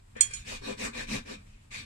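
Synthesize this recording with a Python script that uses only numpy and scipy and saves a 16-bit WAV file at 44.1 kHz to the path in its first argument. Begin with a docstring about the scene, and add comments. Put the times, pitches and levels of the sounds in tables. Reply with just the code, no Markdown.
"""A quiet stable: a steel rasp is set on a hoof, clinks against metal and is then worked to and fro.
Its teeth scrape the horn in dense tiny clicks, ring the damped bar and shake the hoof into a low judder.
Blows crack, ring the bar and thud on the hoof; the work also sends a dull low push through leg and floor.
The stall adds a short tail of reflections. Below lie a faint hiss, a wavering hum and a deep rumble,
with two spaced microphones hearing nearly the same bass."""
import sys
import numpy as np
from scipy import signal
from scipy.fft import rfft, irfft
from scipy.io import wavfile
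from scipy.ndimage import uniform_filter1d

SR = 44100
rng = np.random.default_rng(int(sys.argv[2]) if len(sys.argv) > 2 else 0)


def to_wav(s):
    """Save 16-bit WAV."""
    ch = np.atleast_2d(s).T  # columns
    pcm = np.round(np.clip(ch, -1, 1) * 32767)  # PCM
    wavfile.write(sys.argv[1], SR, pcm.astype(np.int16))


N = 81585
T = np.arange(N) / SR  # time of each sample [s]
HZ = np.fft.rfftfreq(N, 1 / SR)  # frequency of each spectrum bin [Hz]


def amp(db):
    """Turns decibels into a gain."""
    return 10 ** (np.asarray(db) / 20)


def evened(x):
    """Scales a sound to an average (rms) strength of 1."""
    return x / np.sqrt(np.mean(x ** 2) + 1e-20)


def noise(*size):
    """Plain random noise."""
    return rng.standard_normal(size)


def read(points, hz):
    """Reads a curve between its points, along a logarithmic frequency axis."""
    f, value = np.transpose(points)
    return np.interp(np.log(hz + 1), np.log(f + 1), value)


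def shape(x, gain):
    """Filters a sound by a gain for each frequency."""
    return irfft(rfft(x) * gain, N)


def pair(a, b):
    """Mixes two streams into left and right, as alike as the two microphones hear each pitch."""
    # How alike left and right are: (frequency [Hz], likeness [-1 to 1])
    likeness = [(60, 1), (230, 1), (340, -.8), (600, -.5), (1000, 0), (1450, -.5), (2400, .1), (4400, -.1),
                (14900, 0)]
    # How much louder the left is: (frequency [Hz], left over right [dB])
    left_excess = [(60, 0), (220, 0), (380, 1.5), (700, 3), (1290, -1), (2370, 3.5), (4380, 0), (8080, -2),
                   (14900, 0)]
    same = np.clip(read(likeness, HZ), -1, 1)
    lean = amp(read(left_excess, HZ) / 2)
    left = shape(a, lean)
    right = shape(a, same / lean) + shape(b, np.sqrt(1 - same ** 2) / lean)
    return np.array([left, right])


def stall(x):
    """The walls send back sparse random reflections, and each pitch dies away at its own speed."""
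    # Time the reflections take to fall by 60 dB: (frequency [Hz], time [s])
    decay_times = [(200, 0.1), (1000, 0.19), (4000, 0.18), (12000, 0.13)]
    # one reflection at a random place in every 20 samples
    slots = np.arange(250, SR // 2, 20)
    places = slots + rng.integers(0, 20, (2, len(slots)))
    signs = rng.choice([-1., 1.], (2, len(slots)))
    taps = np.zeros((2, SR // 2 + 20))
    np.put_along_axis(taps, places, signs, 1)
    hz, t, z = signal.stft(taps, SR, nperseg=256)
    fade = amp(-60 * t / read(decay_times, hz)[:, None])
    tail = signal.istft(z * fade, SR, nperseg=256)[1]
    return signal.fftconvolve(x, tail / np.linalg.norm(tail[0]), axes=1)[:, :N]


def air():
    """Noise is filtered into an uneven hiss, a wavering hum and a rumble; the last two are equal in both ears."""
    # Colour of the hiss: (frequency [Hz], relative level [dB])
    hiss_colour = [(12, -34), (20, -14), (82, 4), (132, -11.5), (331, -14.5), (413, -18.5), (577, -23.5),
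                   (1160, -23.5), (1520, -24.5), (5470, -33), (5950, -36), (7640, -27), (15300, -50.5)]
    # Deep rumble before a 0.5 dB lift: (time [s], level [dB])
    rumble_level = [(0.0, -63), (0.246, -59), (0.4, -46), (0.432, -54.5), (0.602, -45), (0.658, -56),
                    (1.216, -47.5), (1.23, -59), (1.85, -54.5)]
    hiss_db, drift_db = -58, 1.
    hum_hz, hum_width_hz, hum_db = 107.3, 14, -60.5
    drift = evened(shape(noise(N), HZ < 8))  # slow ups and downs
    hiss = shape(noise(2, N) * amp(drift_db * drift), amp(read(hiss_colour, HZ)) * (HZ > 20))
    hiss = amp(hiss_db) * evened(pair(*hiss))
    hum = evened(shape(noise(N), 1 / (1 + (2 * (HZ - hum_hz) / hum_width_hz) ** 2)))
    rumble = evened(shape(noise(N), (HZ > 18) / (1 + (HZ / 45) ** 3)))
    rumble *= amp(np.interp(T, *np.transpose(rumble_level)) + 0.5)
    return hiss + amp(hum_db) * hum + rumble


def push():
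    """Dull noise around 125 Hz that the work sends through the leg and floor."""
    # Strength of the push: (time [s], level [dB])
    push_level = [(0.15, -52), (0.172, -58), (0.262, -86), (0.32, -54.5), (0.376, -76), (0.41, -59.5),
                  (1.1, -56), (1.158, -39), (1.2, -61.5), (1.66, -70), (1.796, -54.5), (1.85, -79)]
    low = evened(shape(noise(N), 1 / (1 + ((HZ - 125) / 45) ** 4)))
    return low * amp(np.interp(T, *np.transpose(push_level), left=-90))


def judder():
    """The hoof shakes in a narrow wandering band: returns the shaking at even strength, and its gain."""
    # Shaking of the hoof: (time [s], level [dB], frequency [Hz])
    hoof_shaking = [(0.15, -76, 216.7), (0.164, -52.5, 218.2), (0.238, -66, 218), (0.414, -67, 205.2),
                    (0.556, -50.5, 225.3), (0.604, -90, 218.5), (0.666, -49, 225.3), (0.688, -47, 225.3),
                    (0.722, -41, 224.4), (0.756, -64, 224.4), (0.84, -41, 227.5), (0.916, -48, 232.2),
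                    (0.936, -65, 226), (0.954, -49, 225.2), (1.062, -58, 225), (1.12, -35, 220.2),
                    (1.214, -48.5, 226.4), (1.248, -68, 222), (1.294, -50, 226.7), (1.348, -48, 226.2),
                    (1.466, -72, 211.3), (1.48, -66, 209.4), (1.722, -72.5, 204.5), (1.806, -53, 218.9),
                    (1.85, -61, 205.6)]
    width_hz = 47  # width of each of the two smoothing stages
    s, db, hz = np.transpose(hoof_shaking)
    turn = np.exp(2j * np.pi * np.cumsum(np.interp(T, s, hz)) / SR)
    r = np.exp(-np.pi * width_hz / SR)
    slow = signal.lfilter([1], [1, -2 * r, r * r], noise(N) + 1j * noise(N))
    shake = (turn * slow / abs(slow) ** .6).real  # the division calms the swings in strength
    return evened(shake), amp(np.interp(T, s, db, left=-90))


def arch(start, length, peak):
    """Pressure of one stroke: up to its peak and down again."""
    u = np.clip((T - start) / length, 0, 1)
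    peak = np.clip(peak, .05, .95)
    return np.sin(np.pi / 2 * np.minimum(u / peak, (1 - u) / (1 - peak)))


def patchy(x):
    """The colour shifts in random patches of time and pitch as other teeth meet the horn."""
    patchy_db = 3.
    z = signal.stft(x, nperseg=256)[2]
    spots = noise(*z.shape[1:])
    spots = uniform_filter1d(spots, size=3, axis=0)
    spots = evened(uniform_filter1d(spots, size=10, axis=1))
    return signal.istft(z * amp(patchy_db * spots), nperseg=256)[1][:, :N]


def rasp():
    """Teeth bite in dense clicks, pulsed by the judder of the hoof, and ring the held bar."""
    # Strokes and light drags: (start [s], length [s], level [dB], body [dB], treble [dB],
    # place of the peak [0-1], ring [dB])
    strokes = [(0.152, 0.17, -49.5, -8.5, -31.5, .06, 2.5), (0.284, 0.18, -54, -7, 4, 0.29, -3.5),
               (0.444, 0.15, -41.5, 1, 1.5, 0.49, -3), (0.609, 0.14, -44, 6, 0, 0.66, 2.5),
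               (0.766, 0.13, -39.5, 5.5, 3.5, 0.63, -2.5), (0.922, .14, -42.5, 5, 0, 0.52, 2),
               (1.064, 0.14, -38.5, 3, 2, 0.56, -5), (1.247, 0.12, -43.5, 4, -2.5, 0.55, -4),
               (1.365, 0.086, -65.5, 4, -5, .3, -4.5), (1.458, 0.27, -66.5, -1, -0.5, 0, -10.5),
               (1.705, 0.15, -44.5, -9, -0.5, 0.28, 2)]
    # Colour of the scraping: (frequency [Hz], relative level [dB])
    scrape_colour = [(160, -24.5), (280, -2.5), (326, -14), (529, -6), (790, -15.5), (935, -11.5),
                     (1330, -12.5), (2470, -3.5), (3170, -11.5), (3940, -14), (7700, -14), (15300, -40.5)]
    # Resonances of bar and horn under the teeth: (frequency [Hz], width [Hz], level [dB])
    held_modes = [(404.9, 50, 7.5), (514, 29, -4.5), (1015, 14, -4), (1162, 42, 3.5), (1583, 99, -2.5),
                  (1760, 130, 0), (2420, 97, 0.5), (3810, 400, 2), (4320, 63, 2.5), (5480, 42, 0),
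                  (7020, 72, -15), (7910, 270, -5)]
    bites_per_s, bite_spread_db, judder_depth = 9000, 1.6, 0.1
    body_hz, treble_hz = 900, 4640  # body lies below the first, treble above the second
    grip_spread_db = 2.5  # each stroke rings the held bar a little differently
    ring_power, hiss_power = .6, 1.2  # the ring follows the pressure flatly, the hiss steeply
    wet_db = -7

    sizes = amp(bite_spread_db * np.minimum(rng.exponential(1, (2, N)), 4))
    bites = sizes * rng.choice([-1., 1.], (2, N)) * (rng.random((2, N)) < bites_per_s / SR)
    shake, shake_level = judder()
    bites = evened(bites) * (1 + judder_depth * shake)

    colour = amp(read(scrape_colour, HZ))
    colour = colour / np.sqrt(np.mean(colour ** 2))
    held = np.array([amp(db) / (1 + 2j * (HZ - f) / width) for f, width, db in held_modes])
    grips = amp(grip_spread_db * noise(len(strokes), len(held_modes)))
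    low = 1 / (1 + (HZ / body_hz) ** 4)
    high = 1 / (1 + (treble_hz / (HZ + 1)) ** 4)

    teeth = np.zeros((2, N))
    for (start, length, db, body_db, treble_db, peak, ring_db), grip in zip(strokes, grips):
        press = arch(start, length, peak)
        tone = colour * amp(db + body_db * low + treble_db * high)
        teeth += shape(bites * press ** ring_power, tone * (grip @ held) * amp(ring_db))
        teeth += shape(bites * press ** hiss_power, tone)
    teeth = patchy(teeth)
    return pair(*(teeth + amp(wet_db) * stall(teeth))) + shake * shake_level


def blows():
    """Each blow cracks, rings the bar (soft contacts mostly its low modes), rattles and thuds on the hoof."""
    # Blows on the bar: (time [s], bar level [dB], contact roll-off [Hz],
    # struck on edge or face [above 0.5 = face], crack [dB], thud [dB])
    hits = [(0.156, -71, 4450, 1, -77, -51), (.1642, -41, 4200, 1, -60, -30),
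            (.2074, 0, 30000, 0, -28, -52), (.3075, -34, 2600, 1, -48, -45),
            (.3340, -34, 20000, 1, -41, -48), (.385, -42.5, 2591, 0.64, -66, -61)]
    # Bending modes of the bar; an edge blow adds a snap that the grip kills at once. A t60 is the time
    # to fall by 60 dB: (frequency [Hz], snap [dB], snap t60 [s], ring on edge [dB], ring on face [dB],
    # ring t60 [s], left over right [dB], left lead [rad])
    bar_modes = [(1570, -40, .03, -50, -10, .1, 2, 2.5), (2150, -30, .03, -44, -10, .1, 3, 2),
                 (2400, -27, .03, -42, -4, .14, 4, 1.9), (3264, -40, .03, -33, -12, .25, 4, -1.2),
                 (4362, -22, .045, -38, -10, .16, 4, 2.7), (5525, -25, .04, -33, -5, .16, -3, -1.9),
                 (5688, -25, .04, -37, -10, .17, -2, -1.9), (6937, -11, .05, -34, 1, .17, -12, -2.3),
                 (7750, -24, .03, -40, -13, .12, -8, -2.3), (8351, -1, .022, -29, -7, .18, -7, 1.1),
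                 (9647, -36, .04, -38, -12, .15, 9, .3), (9900, -30, .03, -44, -16, .08, 5, .3),
                 (11200, -29, .045, -55, -40, .1, -2, -2.9), (13740, -39, .04, -48, -26, .12, 3, 3)]
    # Colour of the crack: (frequency [Hz], relative level [dB])
    crack_colour = [(800, -31), (2300, -1), (5000, -8.5), (8000, 4), (10000, -0.5), (10800, -32.5),
                    (15000, -40)]
    # Thud gain, one row per side, left then right: (gain [times])
    thud_sides = [
        [1.],
        [-.5],
    ]
    contact_s = .0019  # sets how softly ring and crack swell
    chatter_db, chatter_t60 = -43, .12  # the bar rattles against the horn; t60 in s
    crack_t60, thud_hz, thud_t60 = .15, 480, 0.037  # t60 in s
    wet_db = -11

    out = np.zeros((2, N + SR))
    t = T[:SR // 2]
    hz, snap_db, snap_t60, edge_db, face_db, t60, lean_db, lead = np.array(bar_modes).T[:, :, None]
    side = np.array([.5, -.5])[:, None, None]
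    rise = 1 - np.exp(-(t / contact_s) ** 2)
    on_edge = amp(snap_db - 60 * t / snap_t60) + amp(edge_db - 60 * t / t60)
    on_face = amp(face_db - 60 * t / t60)
    grit = evened(shape(noise(len(hits), 2, N), amp(read(crack_colour, HZ))))[:, :, :len(t)]
    rattle = noise(len(hits), len(bar_modes), len(t)) * amp(chatter_db - 60 * t / chatter_t60)

    for (s, level_db, soft_hz, face, crack_db, thud_db), rough, knocks in zip(hits, grit, rattle):
        size = amp(side * lean_db) / (1 + (hz / soft_hz) ** 4)
        size = size * (on_face if face > .5 else on_edge)
        ring = size * np.sin(2 * np.pi * hz * t + side * lead)
        # each knock of the rattle starts the ring again
        rattling = signal.fftconvolve(ring, knocks[None] * rise, axes=2)[:, :, :len(t)]
        bar = (ring * rise + rattling).sum(1)
        thud = amp(thud_db - 60 * t / thud_t60) * np.sin(2 * np.pi * thud_hz * t) * thud_sides
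        crack = amp(crack_db - 60 * t / crack_t60) * rough * rise
        at = round(s * SR)
        out[:, at:at + len(t)] += amp(level_db) * bar + thud + crack
    out = out[:, :N]
    return out + amp(wet_db) * stall(out)


def scene():
    """Air, low push, strokes and blows together."""
    return air() + push() + rasp() + blows()


def record(dry):
    """Cuts the highest treble with a steep filter, as the sound is band-limited."""
    edge_hz = 15150
    low_pass = signal.firwin(511, edge_hz, window=("kaiser", 9), fs=SR)
    return signal.oaconvolve(dry, low_pass[None], "same")


dry = scene()
out = record(dry)
to_wav(out)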